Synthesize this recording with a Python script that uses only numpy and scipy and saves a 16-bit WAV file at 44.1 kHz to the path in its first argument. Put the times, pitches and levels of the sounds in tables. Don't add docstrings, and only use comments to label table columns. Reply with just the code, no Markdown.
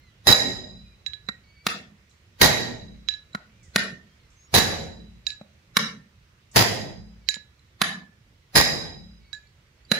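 import sys
import numpy as np
from scipy import signal
from scipy.fft import rfft, irfft, next_fast_len
from scipy.io import wavfile
from scipy.ndimage import uniform_filter1d, map_coordinates

SR = 44100
rng = np.random.default_rng(int(sys.argv[2]) if len(sys.argv) > 2 else 0)


def magnitude_from_level(level_db):
    exponent = np.asarray(level_db, float) / 20
    return 10 ** exponent


def dump_mix(stems):
    frames = np.atleast_2d(stems).T
    limited = np.clip(frames, -1, 1)
    pcm = np.round(limited * 32767).astype(np.int16)
    wavfile.write(sys.argv[1], SR, pcm)


N = 440548
SPAN = next_fast_len(int(1.3 * SR))
T = np.arange(SPAN) / SR
HZ = np.fft.rfftfreq(SPAN, 1 / SR)


def unit(x):
    return x / np.sqrt(np.mean(x ** 2) + 1e-20)


def along(points, hz):
    f, v = np.transpose(points)
    return np.interp(np.log(hz + 1), np.log(f + 1), v)


def colour(x, gain):
    n = x.shape[-1]
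    return irfft(rfft(x) * gain(np.fft.rfftfreq(n, 1 / SR)), n)


def causal(points):
    cepstrum = irfft(np.log(magnitude_from_level(along(points, HZ)) + 1e-6), SPAN)
    fold = np.where(np.arange(SPAN) < SPAN // 2, 2, 0) / np.r_[2, np.ones(SPAN - 1)]
    return np.exp(rfft(cepstrum * fold))


def diffuse(pair, most=1):
    # (frequency [Hz], left-right likeness [-1..1])
    likeness = [(60, 1), (180, 1), (550, 0.42), (1650, -0.12), (4970, 0.014), (15000, -0.3)]
    turn = lambda hz: np.arccos(np.clip(along(likeness, hz), -1, np.clip(most, 0, 1))) / 2
    mid, side = colour(pair, lambda hz: np.array([np.cos(turn(hz)), np.sin(turn(hz))]))
    return np.array([mid + side, mid - side])


def ring(families, family_db, scatter_db, rough=0):
    out = np.zeros((2, SPAN))
    for modes, lift_db in zip(families, family_db):
        for hz, db, t60 in modes:
            t = T[T < 1.3 * t60]
            phase = rng.uniform(0, 2 * np.pi, (2, 1))
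            level_db = scatter_db * rng.standard_normal((2, 1))
            drift = map_coordinates(rng.standard_normal(140), [t * 90])
            swing = magnitude_from_level(db + lift_db - 60 * t / t60 + 0.77 * rough * drift)
            swing = swing * (1 - np.exp(-t / 0.0014))
            wave = np.sin(2 * np.pi * hz * t + phase + 1.5 * rough * drift)
            out[:, :len(t)] += magnitude_from_level(level_db) * swing * wave
    return out


def room_tail(reach):
    # (frequency [Hz], t60 [s])
    walls = [(50, 1.7), (190, 1.7), (400, 1.3), (800, 0.89), (1150, 0.7), (2500, 0.75), (6000, 0.72),
             (12000, 0.5)]
    # (frequency [Hz], level [dB])
    wall_tone = [(50, -11), (170, -2), (330, -5.5), (600, 1), (1100, -3), (2000, 1.5), (4500, -1.5),
                 (8000, -0.5), (12000, -5.5), (16000, -8.5)]
    hz, t, z = signal.stft(rng.standard_normal((2, SPAN)), SR, nperseg=256)
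    patches = uniform_filter1d(rng.standard_normal(z.shape[1:]), size=2, axis=0)
    patches = uniform_filter1d(patches, size=14, axis=1)
    z = z * magnitude_from_level(2.5 * unit(patches))
    hz = hz[:, None]
    decay_db = along(wall_tone, hz) - 60 * t / (reach * along(walls, hz))
    decay_db = decay_db - 12.5 * (hz / (hz + 350)) * (t / (reach * 0.45)) ** 3
    tail = signal.istft(z * magnitude_from_level(decay_db), SR, nperseg=256)[1][:, :SPAN]
    tail = diffuse(tail, most=0.98) * np.clip((T - .015) / 0.0048, .05, 1)
    pan_db = -2.13
    return unit(tail) / np.sqrt(SPAN) * magnitude_from_level([[pan_db / 2], [-pan_db / 2]])


def add(out, s, sound, room_db, pan_db=0, reach=1, lead_db=-44):
    # (frequency [Hz], left minus right [dB])
    port_lean = [(200, -0.65), (1300, -2), (4000, -10.5), (9000, 5.5), (15000, 4.5)]
    # (frequency [Hz], level [dB])
    treble_bands = [(7400, 0), (8500, -9.5), (9200, 0.5), (9600, -6), (10000, 0.5), (10400, -4.5),
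                    (11000, 5), (12000, -8), (12900, 0), (13300, -6.5), (14000, 3.5), (14700, -4.5),
                    (15400, 2), (16300, -11.5)]
    tail = room_tail(reach)
    smear = rng.standard_normal((2, SPAN)) * magnitude_from_level(lead_db - 60 * (T[-1] - T) / 0.048)
    lean = magnitude_from_level((along(port_lean, HZ) + pan_db) * [[.5], [-.5]])
    path = lean * (1 + rfft(smear)) + magnitude_from_level(room_db) * rfft(tail)
    heard = irfft(rfft(sound) * magnitude_from_level(along(treble_bands, HZ)) * path, SPAN)
    early = SR // 20
    at = out[:, round(s * SR) - early:][:, :SPAN]
    at += np.roll(heard, early, axis=1)[:, :at.shape[1]]


def air():
    # (frequency [Hz], density [dB per Hz])
    hum = [(12, -55.5), (20, -22), (69, -0.5), (132, -6.5), (276, -20.5), (346, -18.5), (421, -20.5),
           (559, -21), (741, -26), (1380, -21), (1730, -20.5), (1990, -19), (6150, -28.5), (15200, -55),
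           (17000, -59)]
    # (time [s], level [dB])
    strength = [(0, -59), (1.5, -60), (4.3, -58.5), (6.199, -60), (8.302, -60.5), (9.99, -60)]
    # (time [s], length [s], level [dB])
    scuffs = [(2.096, 0.062, -65.5), (3.631, 0.078, -59), (4.303, 0.071, -66), (6.514, 0.037, -53.5)]
    t = np.arange(N) / SR
    s, db = np.transpose(strength)
    strength_db = np.interp(t, s, db)
    hiss_db = db.mean() - 5.5 + 1.3 * (strength_db - db.mean())

    z = signal.stft(rng.standard_normal((2, N)), nperseg=512)[2]
    patches = uniform_filter1d(uniform_filter1d(rng.standard_normal(z.shape[1:]), 6, 0), 12, 1)
    noise = diffuse(signal.istft(z * magnitude_from_level(1.3 * unit(patches)), nperseg=512)[1][:, :N])
    low = lambda hz: 1 / (1 + (hz / 500) ** 2)
    traffic = unit(colour(noise, lambda hz: magnitude_from_level(along(hum, hz)) * low(hz)))
    hiss = unit(colour(noise, lambda hz: magnitude_from_level(along(hum, hz)) * (1 - low(hz))))

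    rub_tone = lambda hz: np.exp(-np.log((hz + 1) / 6500) ** 2 / .08)
    rub = unit(colour(rng.standard_normal((2, N)), rub_tone))
    rubbing = sum(magnitude_from_level(rub_db) * (t > at) * np.exp(-np.abs(t - at) / length) for at, length, rub_db in scuffs)
    preamp_hiss = magnitude_from_level(-77.5) * colour(rng.standard_normal((2, N)), lambda hz: hz < 15700)
    return magnitude_from_level(strength_db + 1.0) * traffic + magnitude_from_level(hiss_db) * hiss + rub * rubbing + preamp_hiss


def birds():
    # (time [s], length [s], start pitch [Hz], end pitch [Hz], level [dB])
    whistles = [(0, .12, 2116, 1980, -66), (0.839, 0.11, 2514, 2380, -64), (1.437, 0.276, 2216, 2350, -62),
                (2.937, 0.076, 2260, 1960, -73), (3.513, 0.082, 2180, 2480, -68.5),
                (3.587, .1, 2450, 1890, -65), (4.083, .08, 3260, 3230, -71), (4.194, .1, 2195, 1990, -68.5),
                (4.358, 0.12, 6200, 6660, -60), (4.405, 0.15, 5340, 5730, -69.5),
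                (7.205, 0.059, 2310, 2200, -69), (9.203, 0.133, 2270, 2260, -67),
                (9.347, 0.14, 2510, 2333, -71)]
    # (highest pitch [Hz], octave level [dB])
    octave = [(2100, -2), (2350, -3.5), (2450, -18.5), (6000, -38.5)]
    t, out = np.arange(N) / SR, np.zeros((2, N))
    waver = 1 + .014 * map_coordinates(rng.standard_normal(700), [t * 60])
    for s, length, hz0, hz1, db in whistles:
        u = np.clip((t - s) / length, 0, 1)
        phase = 2 * np.pi * np.cumsum((hz0 + (hz1 - hz0) * u) * waver) / SR
        blur = magnitude_from_level(3.5 * unit(uniform_filter1d(rng.standard_normal((2, N)), 900)))
        whistle = np.sin(phase) + magnitude_from_level(along(octave, max(hz0, hz1))) * np.sin(2 * phase)
        out += magnitude_from_level(db) * blur * np.sin(np.pi * u) ** 0.27 * whistle
    return out


def skid_clatter(skid_s):
    # (frequency [Hz], density [dB per Hz])
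    clatter_tone = [(18, -31.5), (30, -5.5), (151, -2), (634, -2.5), (804, -2), (1300, -7), (1880, -4.5),
                    (2800, -12), (3950, -9), (4510, -6), (7080, -13.5), (8530, -18), (15300, -15),
                    (17000, -52.5)]
    shape = (1 - np.exp(-T / 0.0023)) * (1 + 1.3 * np.exp(-T / 0.014))
    shape = shape / (1 + np.exp(np.clip((T - skid_s) / 0.0088, -40, 40)))
    contacts = diffuse(rng.standard_normal((2, SPAN)), most=0.34)
    contacts = contacts * magnitude_from_level(5 * unit(uniform_filter1d(rng.standard_normal(SPAN), 60)))
    return unit(irfft(rfft(unit(contacts)) * causal(clatter_tone), SPAN)) * shape


def floor_thump(skid_s):
    low = lambda hz: np.exp(-np.log((hz + 1) / 110) ** 2 / 0.42)
    thump = unit(colour(rng.standard_normal(SPAN), low)) * (1 - np.exp(-T / 0.0048))
    thump = thump * magnitude_from_level(-60 * np.maximum(T - skid_s, 0) / .12)
    return np.array([thump, thump])


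def far_wall_boom():
    boom = np.sin(2 * np.pi * 55 * T) * np.exp(-((T - .53) / 0.17) ** 2)
    upper = np.sin(2 * np.pi * 178 * T) + np.sin(2 * np.pi * 211 * T)
    return boom + magnitude_from_level(-2.5) * upper * np.exp(-((T - .49) / .13) ** 2)


def heavy_blows(out):
    # (time [s], peak [dB], chisel ring [dB], shaft low ring [dB], shaft upper ring [dB])
    blows = [
        (0.271, -4.5, 2.5, 1, 2.5),
        (2.413, -2.5, -3.5, 2.5, -10),
        (4.54, -2.5, -5.5, -9, -8),
        (6.561, -1.5, -15.5, -6.5, -3),
        (8.554, -3, -4.5, -3, 5),
    ]
    # (frequency [Hz], level [dB], t60 [s])
    steel_modes = [
        [(1700, -14.5, 0.19), (3902, -1, 0.64), (3950, -5, 0.88), (7070, -13.5, 0.62), (7130, -14, .54)],
        [(1890, -7.5, .55), (6250, -16, 0.64)],
        [(4977, -8, 0.76), (5040, -7.5, 0.56), (9460, -25.5, 0.33)],
        [(10660, -24, 0.25), (11000, -16, 0.19), (13990, -25.5, .22), (15400, -26, .22)],
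    ]
    skid_s = 0.064
    for s, db, *rings_db in blows:
        clatter = skid_clatter(skid_s)
        steel = ring(steel_modes, [*rings_db, 4.5], scatter_db=-0.5, rough=.85)
        steel = steel * (0.75 + 1.2 * np.exp(-T / 0.035)) * (1 - np.exp(-T / 0.0051))
        blow = magnitude_from_level(db - 13) * clatter + magnitude_from_level(db - 12.5) * steel
        add(out, s - .0015, blow, room_db=-8, pan_db=1, lead_db=-39)
        add(out, s - .009, magnitude_from_level(db - 24.5) * floor_thump(skid_s), room_db=-9)
        start = round(s * SR)
        out[:, start:][:, :SPAN] += magnitude_from_level(db - 44.0) * far_wall_boom()[:N - start]


def taps(out):
    # (time [s], peak [dB], low ring [dB], edge [dB], pan [dB])
    touches = [(0.3259, -3.5, -21, -27.5, -6), (1.0642, -24.5, -25, -25.5, -24.5),
               (1.1352, -32, -19, -30, -26), (3.0879, -16.5, -26, -28.5, -18),
               (3.1392, -31.5, -20.5, -47, -23), (5.2685, -18.5, -25.5, -17.5, -11),
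               (5.3045, -34, -24, -19.5, -36), (5.3202, -37, -20, -30, -8), (7.289, -18, -22, -11.5, -25.5),
               (7.3433, -31.5, -17, -15.5, -31), (7.3588, -34.5, -27, -27, -10),
               (9.3314, -32, -9, -12.5, -14), (9.35, -46, -27, -20, -21)]
    # (time [s], peak [dB], pitch [Hz])
    grit_ticks = [(1.265, -51, 3950), (2.112, -57, 4000), (3.331, -42, 3950), (3.736, -54, 4200),
                  (7.593, -53.5, 4050), (7.664, -63, 3950), (9.47, -56, 4400), (9.85, -52, 4700)]
    # (frequency [Hz], level [dB], t60 [s])
    chisel_modes = [
        [(1696, 2.5, .22)],
        [(3915, 0.2, .05), (3925, -19, .3), (5020, -26, .066)],
        [(6270, -10, .13), (7080, 5, .075), (10800, -12, .08), (15400, -21, .05)],
    ]
    edge = causal([(150, -30), (370, -16.5), (800, -16.5), (1400, -1), (2800, 6), (4500, 7.5),
                   (6000, -0.5), (7000, -3.5), (8200, -21), (16000, -31.5)])
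    for s, db, low_db, high_db, pan_db in touches:
        click = irfft(rfft(rng.standard_normal(SPAN) * magnitude_from_level(-60 * T / 0.0048)) * edge, SPAN)
        click_db = 11.5 + .4 * high_db
        chisel = ring(chisel_modes, [low_db, 0, high_db], scatter_db=1.44, rough=0.21)
        tap = magnitude_from_level(db) * (chisel + magnitude_from_level(click_db) * click)
        add(out, s - .001, tap, room_db=-11, pan_db=.5 * pan_db, reach=0.37, lead_db=-48.5)
    for s, db, hz in grit_ticks:
        tick = ring([[(hz, 0, .03), (7200, -6, .02)]], [4], scatter_db=1, rough=.3)
        add(out, s, magnitude_from_level(db) * tick, room_db=-10, reach=.3)


def pressed_hit(block_db, note, mid_db, high_db, crack_db):
    # (frequency [Hz], level [dB], t60 [s])
    pressed_modes = [
        [(2450, -11, 0.036)],
        [(1353, -2, 0.042), (1800, 0.4, 0.01), (3950, 1.5, .029), (7400, -15, 0.049)],
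        [(4980, -9, .022)],
        [(6217, -9, .026), (9200, -4.5, 0.05), (10000, -6, 0.057), (10990, 1.86, 0.045), (13500, -3.7, .04),
         (15400, -7.5, .04)],
    ]
    crack = rng.standard_normal((2, SPAN)) * magnitude_from_level(crack_db - 60 * T / 0.024) * (1 - np.exp(-T / 0.00081))
    crack = .8 * crack[0] + .6 * crack
    tone = [(60, block_db - 30.5), (170, block_db + 6.5), (550, block_db + 12), (1100, mid_db + 10.5),
            (1850, mid_db + 12.5), (2800, 1), (4600, 2.5), (7500, -8), (10000, high_db),
            (12500, high_db + 7.0), (16000, high_db - 5)]
    block = np.sin(2 * np.pi * 205 * T) * magnitude_from_level(-60 * T / 0.042)
    block = block + 0.4 * np.sin(2 * np.pi * 450 * T) * magnitude_from_level(-60 * T / 0.015)
    families_db = [block_db + 4.0, mid_db, -3, high_db + 3]
    steel = magnitude_from_level(-10) * ring(pressed_modes, families_db, scatter_db=4.5, rough=0.6)
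    lasting = ring([[note]], [0], scatter_db=4.06, rough=1.1)
    body = steel + lasting + magnitude_from_level(block_db + 4) * block
    small = causal([(30, -45), (80, -19), (140, -0.5), (16000, 2)])
    return irfft((rfft(crack) * causal(tone) + rfft(body)) * small, SPAN)


def damped_blows(out):
    # (time [s], peak [dB], block thud [dB], lasting note [Hz])
    blows = [(1.667, -7, -16.5, 1810), (3.7603, -5.5, -11.5, 1836), (5.7686, -3, -17.5, 1800),
             (7.8166, -4.5, -16, 1740), (9.917, -7, -8.5, 1747)]
    # (time [s], peak [dB], block thud [dB], lasting note [Hz], note level [dB])
    knocks = [
        (1.288, -24, -7, 1890, -5),
        (3.3491, -23, -4.5, 1387, 4),
        (5.4132, -48, 12.5, 642, 8.5),
        (7.3676, -50.5, 9.5, 900, 2),
    ]
    place = dict(reach=0.57, lead_db=-42.5)
    for s, db, block_db, hz in blows:
        hit = pressed_hit(block_db, (hz, -26, 0.39), mid_db=-3, high_db=-17.5, crack_db=-1.36)
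        add(out, s - .001, magnitude_from_level(db) * hit, room_db=-7.5, **place)
    for s, db, block_db, hz, note_db in knocks:
        note_t60_s = 0.11 if hz > 1600 else 0.029
        hit = pressed_hit(block_db, (hz, note_db, note_t60_s), mid_db=3, high_db=-27, crack_db=-4.5)
        add(out, s - .001, magnitude_from_level(db) * hit, room_db=-18.5, **place)


def scene():
    air_pan_db = -2.94
    out = air() * magnitude_from_level([[air_pan_db / 2], [-air_pan_db / 2]]) + birds()
    heavy_blows(out)
    taps(out)
    damped_blows(out)
    return out


def band_limit(x):
    return signal.sosfilt(signal.butter(12, 17140, fs=SR, output="sos"), x)


def record(dry):
    x = dry / (1 + np.abs(dry / .9) ** 4) ** (1 / 4)
    x = colour(x, lambda hz: 1 / (1 + (hz / 16400) ** 40))
    return band_limit(x)


dry = scene()
out = record(dry)
dump_mix(out)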